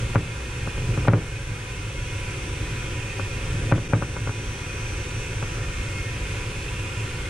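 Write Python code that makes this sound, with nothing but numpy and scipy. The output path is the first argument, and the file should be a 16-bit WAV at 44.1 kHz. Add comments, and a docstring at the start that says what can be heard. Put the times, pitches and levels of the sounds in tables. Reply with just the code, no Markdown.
"""A dull thud in the coil, then a loud pop: soft balls ride a long plastic tube with a vacuum cleaner drawing its air.
The tube's mouth lies in a small open box, close to a stereo microphone; each ball that plugs it makes
a suction spike and rings the mouth and the box air. Thuds along the coil are dull rings on the same box modes.
Behind them the motor whines as sines on its shaft orders, over rumble and hiss of spectrally shaped noise.
The recorder's gain control pulls everything down after loud pops."""
import sys
import numpy as np
from scipy import signal
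from scipy.io import wavfile
from scipy.ndimage import uniform_filter1d

SR = 44100
rng = np.random.default_rng(int(sys.argv[2]) if len(sys.argv) > 2 else 0)


def waveform_to_disk(signal):
    """Save audio, clipped to [-1, 1], as 16-bit WAV at the path in sys.argv[1]."""
    frames = np.transpose(np.atleast_2d(signal))
    scaled = np.clip(frames, -1, 1) * 32767
    samples = np.round(scaled).astype(np.int16)
    wavfile.write(sys.argv[1], SR, samples)


N = 321489  # samples

# Balls entering the mouth: (time [s], crack level [dB], boom level [dB])
MOUTH_POPS = [(0.1572, -8.5, -5.5), (0.675, -22, -19), (.779, -32, -29), (0.9765, -22, -17),
              (1.053, -25, -27), (1.0828, -2.5, 1.5), (1.135, -9.5, -2.5), (1.181, -28, -34),
              (3.1967, -20.5, -27), (3.7226, -6.5, -2), (3.7792, -23.5, -17), (3.9345, -8, -3.5),
              (4.024, -15.5, -16.5), (4.1664, -22, -26), (4.2741, -20.5, -23), (4.2935, -25, -23.5),
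              (5.4267, -22, -22.5)]
# Dull thuds of balls in the coil: (time [s], level [dB])
COIL_THUDS = [(0.023, -19), (.889, -15), (0.932, -19), (0.947, -24.5), (1.515, -19), (3.483, -22),
              (3.5422, -16), (3.592, -19)]
# Air modes of the box: (frequency [Hz], relative level [dB], decay by 60 dB [s], sign at the microphone)
BOX_MODES = [(70, -18, .3, 1), (106, 0, .16, 1), (128, -16, .2, -1), (151, -15, .25, -1),
             (171, -11, .2, -1), (232, -19, .1, -1), (306, -15, .16, 1), (375, -14, .05, 1),
             (550, -9.5, .05, 1)]
# Short rings of the mouth: (frequency [Hz], left level [dB], right level [dB], decay by 60 dB [s])
MOUTH_RINGS = [(800, -63, -45, 0.01), (1030, -24, -15.5, 0.025), (1174, 14.5, -22, 0.029),
               (1466, 11.5, 5.5, 0.015), (1960, -31.5, -18, 0.032), (2310, 8, -3, 0.02)]
# Direct sound and echoes off the box walls: (delay [ms], level [dB])
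WALL_ECHOES = [(0, 5), (.9, -36), (2.1, 2), (4, -28), (7.05, -2.5)]
# Shaft orders of the motor: (multiple of the shaft rate)
SHAFT_ORDERS = [1, 2, 12, 16]
# One row for each order, before its wavering: (left level [dB], right level [dB], left lead [rad])
ORDER_LEVELS = [(-49.5, -49.5, 0), (-53, -55, 0.9), (-48.5, -54, 2), (-56, -55.5, 4)]
# Shaft rate; the motor races a little while balls choke the air: (time [s], rate [turns/s])
SHAFT_RATE = [(0.9, 492.92), (1.25, 493.62), (1.9, 492.78), (2.45, 492.45), (3.2, 492.72), (4.1, 493.8),
              (4.8, 493.35), (5.6, 492.98), (7.1, 492.7)]
# Level change of the high whine: (time [s], level [dB])
WHINE_LEVEL = [(0, -6), (1.4, -2), (2.3, -1.5), (2.9, 0), (3.3, -3.5), (4.0, 2.5), (5.2, 2.5), (6.0, -3),
               (7.29, -7)]
# Groups of balls in the coil that swell the rumble: (middle [s], half length [s], swell [dB])
BALL_GROUPS = [(0.05, 0.53, 1.5), (1.003, 0.18, 6.5), (2.65, .3, 1.5), (3.75, 0.38, 4)]
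# Relative spectrum of the rumble: (frequency [Hz], density [dB per Hz])
RUMBLE_SPECTRUM = [(8.8, -46), (15, -10), (35, -5), (76, -9), (108, 2), (140, -10), (193, -18),
                   (235, -16.5), (267, -24), (368, -16.5), (461, -16.5), (499, -17), (568, -19.5),
                   (636, -45.5), (700, -29), (910, -38), (1540, -120)]
# Relative spectrum of the hiss: (frequency [Hz], density [dB per Hz])
HISS_SPECTRUM = [(600, -7.5), (634, -23), (830, -8.5), (1100, -8.5), (1550, -7), (2100, -5.5), (2500, -4.5),
                 (3400, -9.5), (3900, -15), (4700, -16.5), (6000, -15), (9700, -18), (11000, -28.5),
                 (14000, -38), (15500, -47)]
# Resonances and notches of the air path: (frequency [Hz], width [Hz], gain [dB])
AIR_PATH = [(30.2, 5.1, 3.5), (60.6, 15.5, 6), (85, 17, -2.5), (212, 8.3, -13.5), (298.2, 10, 11),
            (477, 37, -12), (840, 60, -0.5), (890, 30, -9.5), (995, 84, 6), (1034, 41, -6.5),
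            (1387, 26, 7.5), (1537, 140, 3.5), (1836, 28, 14), (1860, 137, -6), (2152, 20.4, 11.5),
            (2444, 22, 5), (2472, 33, 8.5), (2618, 36, 5), (2667, 50, 3)]
# Likeness of the flow noise at the two microphone ports: (frequency [Hz], likeness [0 to 1])
PORT_LIKENESS = [(60, 1), (300, 1), (600, 0.89), (800, 0.61), (1100, 0.37), (1400, .6), (2000, 0.53),
                 (2300, 0.61), (3500, 0.72), (5000, 0.23), (6000, 0.026), (15000, 0.041)]
# Phase lead of the left port for the flow noise: (frequency [Hz], lead [rad])
LEFT_LEAD = [(500, 0.0099), (1000, 0.11), (1150, -1.3), (1500, -0.3), (2100, -1.1), (2500, -0.03),
             (3000, -1.15), (3700, -0.026)]
# Balance of the flow noise: (frequency [Hz], left over right [dB])
LEFT_OVER_RIGHT = [(150, -0.5), (340, 3), (520, -1), (800, 0.5), (950, -7.5), (1120, 6.5), (1700, -3.5),
                   (2000, 1.5), (2800, -4), (3500, 1), (5000, -1.5), (8800, -3), (10000, 0.5), (15000, 1.5)]
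# A brief dip in level: (time [s], recovery [s], depth [dB])
BRIEF_DIP = (3.882, .005, -13)

RUMBLE_DB, HISS_DB = -28.5, -35.5  # rms of each flow noise ahead of the recorder
FLUTTER_DB = -10.5  # flutter as the ball lifts off, against its crack
CEILING = 0.6  # amplitude limit of the soft overload
EDGE_HZ = 15600  # upper edge of the recorded band


def balls():
    """Each ball flutters at the rim, plugs the mouth with a suction spike and sets the box air ringing."""
    pop_s, crack_db, boom_db = np.transpose(MOUTH_POPS)
    thud_s, thud_db = np.transpose(COIL_THUDS)
    t = np.arange(SR // 3) / SR
    crack, boom = mouth_crack(t), box_boom(t)
    flutter = -np.sin(2 * np.pi * 750 * t) * np.exp(-((t - 0.0014) / 0.0016) ** 2)

    surge_envelope = amp(-20 - 60 * t / 0.3) * np.minimum(t / 0.0045, 1)
    surge = struck(pop_s, boom_db, surge_envelope) * band_noise(140, 445)[0]
    low = struck(pop_s - 0.0006, boom_db, boom)
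    low = low + struck(pop_s - 0.0068, crack_db + FLUTTER_DB, flutter)
    low = low + surge + struck(thud_s, thud_db, coil_thud(t))
    out = np.repeat(soften(low, 2000), 2, axis=0)  # the same at both ports

    # fluff makes no sharp edge, and small loose balls seal the mouth more softly
    scatter_envelope = amp(-13.5 - 60 * t / 0.099) * np.minimum(t / 0.0017, 1)
    for group, edge_hz in [(crack_db > -14, 2900), (crack_db <= -14, 1900)]:
        scatter = struck(pop_s[group], crack_db[group], scatter_envelope) * band_noise(760, 1800)
        cracks = struck(pop_s[group] - 0.001, crack_db[group], crack)
        out += soften(cracks + scatter, edge_hz)
    return out


def mouth_crack(t):
    """The suction spike as the mouth is plugged, its echoes off the box walls, and the mouth's short rings."""
    spike = -np.exp(-((t[:90] - 0.001) / 0.00021) ** 2) * amp([[2.5], [-2.5]])  # stronger on the left
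    walls = np.zeros((1, len(t) - 89))
    for ms, db in WALL_ECHOES:
        walls[0, round(ms * SR / 1000)] = amp(db)
    rings = np.zeros((2, len(t)))
    for hz, left_db, right_db, t60 in MOUTH_RINGS:
        rings -= ring(t - 0.001, hz, np.array([[left_db], [right_db]]), t60)
    rings *= t > 0.001  # they start at the peak of the spike
    return signal.fftconvolve(spike, walls, axes=1) + amp(-17) * rings


def box_boom(t):
    """The box air rings on its modes, with one pulse as the stopped air piles up before the mouth."""
    modes = sum(sign * ring(t, hz, db, t60) for hz, db, t60, sign in BOX_MODES)
    rebound = amp(-6) * np.exp(-((t - 0.0021) / 0.0007) ** 2)
    return modes * np.minimum(t / 0.001, 1) + rebound


def coil_thud(t):
    """A dull ring on the box modes, inverted and tilted down by 5 dB per octave."""
    modes = sum(sign * ring(t, hz, db - 5 * np.log2(hz / 106), t60) for hz, db, t60, sign in BOX_MODES)
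    return -modes * np.minimum(t / 0.0017, 1)


def ring(t, hz, db, t60):
    """A mode released by a sudden step in pressure: a cosine that decays exponentially."""
    return amp(db - 60 * t / t60) * np.cos(2 * np.pi * hz * t)


def struck(times, dbs, sound):
    """Plays one sound at every time with its own level."""
    train = np.zeros(N)
    places = np.round(np.asarray(times) * SR).astype(int)
    np.add.at(train, np.clip(places, 0, N - 1), amp(dbs))
    return signal.oaconvolve(train[None], np.atleast_2d(sound), axes=1)[:, :N]


def band_noise(lo_hz, hi_hz):
    """Band-passed noise of rms 1, partly shared between the two ports."""
    band = signal.butter(2, [lo_hz, hi_hz], "band", fs=SR, output="sos")
    noise = signal.sosfilt(band, rng.standard_normal((2, N)))
    return evened(noise + 0.44 * noise[::-1])


def soften(x, hz):
    """Takes off the treble above hz with a low-pass run both ways, so that nothing is delayed."""
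    return signal.sosfiltfilt(signal.butter(6, hz, fs=SR, output="sos"), x)


def motor():
    """Shaft orders as clean lines that follow the shaft rate, each wavering in strength at each port."""
    t = np.arange(N) / SR
    coarse = t[::400]
    turns = np.cumsum(np.interp(t, *np.transpose(SHAFT_RATE))) / SR
    whine_db = np.interp(t, *np.transpose(WHINE_LEVEL))
    out = np.zeros((2, N))
    for order, (left_db, right_db, lead) in zip(SHAFT_ORDERS, ORDER_LEVELS):
        waver_db = np.array([1.43 * np.interp(t, coarse, drift(coarse, 30)) for port in range(2)])
        if order > 10:
            waver_db = waver_db + whine_db
        phase = 2 * np.pi * (order * turns + rng.random()) + np.array([[lead], [0]])
        level_db = np.array([[left_db], [right_db]]) + waver_db
        out += np.sqrt(2) * amp(level_db) * np.sin(phase)  # levels are rms
    return out


def air(spectrum, db, swells, patchy_db, flicker_db):
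    """Turbulent noise coloured by the air path, partly shared by two microphone ports."""
    size, hop = 4096, 1024  # samples per spectral frame and between frames
    frames, hz = N // hop + 5, np.fft.rfftfreq(size, 1 / SR)
    a, b, c, d, patches = rng.standard_normal((frames, len(hz), 5)).T
    # patches of strength, smoothed across frequency and then time
    patches = evened(uniform_filter1d(uniform_filter1d(patches, 6, 0), 10, 1))
    t = np.arange(frames) * hop / SR
    level_db = swells * traffic_db(t) + flicker_db * drift(t, 25)

    colour_db = read(spectrum, hz)
    for f, width, gain_db in AIR_PATH:
        colour_db = colour_db + gain_db / (1 + (2 * (hz - f) / width) ** 2)
    colour_db[(hz < spectrum[0][0]) | (hz > spectrum[-1][0])] = -200  # silent outside the table

    same = np.clip(read(PORT_LIKENESS, hz), 0, 1)[:, None]
    left, own = a + 1j * b, c + 1j * d
    right = same * left * np.exp(-1j * read(LEFT_LEAD, hz))[:, None] + np.sqrt(1 - same ** 2) * own
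    side_db = read(LEFT_OVER_RIGHT, hz)[:, None] / 2
    ports = np.array([left * amp(side_db), right / amp(side_db)])
    ports = ports * amp(colour_db[:, None] + patchy_db * patches + level_db)
    noise = signal.istft(ports, nperseg=size, noverlap=size - hop)[1][:, :N]
    return amp(db) * evened(noise)


def traffic_db(t):
    """Swell of the rumble while groups of balls pass."""
    return sum(db * np.exp(-((t - middle) / half) ** 2) for middle, half, db in BALL_GROUPS)


def drift(t, top_hz):
    """Slow chance wavering of rms 1: sines of random phase, weaker toward top_hz."""
    rates_hz = np.geomspace(1.5, top_hz, 24)
    return evened(sum(np.sin(2 * np.pi * (f * t + rng.random())) / np.sqrt(f) for f in rates_hz))


def read(points, hz):
    """Reads a table between its points on a logarithmic frequency axis."""
    f, value = np.transpose(points)
    return np.interp(np.log(hz + 1), np.log(f + 1), value)


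def amp(db):
    """Amplitude ratio of a level in dB."""
    return 10 ** (np.asarray(db) / 20)


def evened(x):
    """Scales a signal to rms 1 over all its channels."""
    return x / np.sqrt(np.mean(x ** 2) + 1e-20)


def scene():
    """Balls at the mouth and in the coil, in front of motor, rumble and hiss."""
    rumble = air(RUMBLE_SPECTRUM, RUMBLE_DB, swells=True, patchy_db=0.4, flicker_db=0.3)
    hiss = air(HISS_SPECTRUM, HISS_DB, swells=False, patchy_db=1.5, flicker_db=0.22)
    return balls() + motor() + rumble + hiss


def record(dry):
    """Gain control with three recovery speeds, a brief dip, soft overload and the band limit."""
    t = np.arange(N) / SR
    power_db = 10 * np.log10(abs(uniform_filter1d((dry ** 2).mean(0), 300)) + 1e-12)
    cut_db = np.zeros(N)
    # (threshold [dB], cut per dB above it, recovery of the held level [dB/s]): quick, slow, very slow
    for threshold_db, slope, db_per_s in [(-14.5, 0.36, 300), (-19.5, 0.13, 17.5), (-22.5, 0.075, 7.6)]:
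        # the held level jumps up with the sound and falls back at a steady rate
        held_db = np.maximum.accumulate(power_db + db_per_s * t) - db_per_s * t
        cut_db += slope * np.maximum(held_db - threshold_db, 0)
    dip_s, recovery_s, depth_db = BRIEF_DIP
    dip_db = depth_db * np.exp(-abs(t - dip_s) / np.where(t > dip_s, recovery_s, 0.0015))
    out = dry * amp(dip_db - uniform_filter1d(cut_db, 100))
    out = out / (1 + (abs(out) / CEILING) ** 4) ** 0.25
    band_limit = signal.firwin(511, EDGE_HZ, window=("kaiser", 9), fs=SR)
    return signal.oaconvolve(out, band_limit[None], "same")


dry = scene()
out = record(dry)
waveform_to_disk(out)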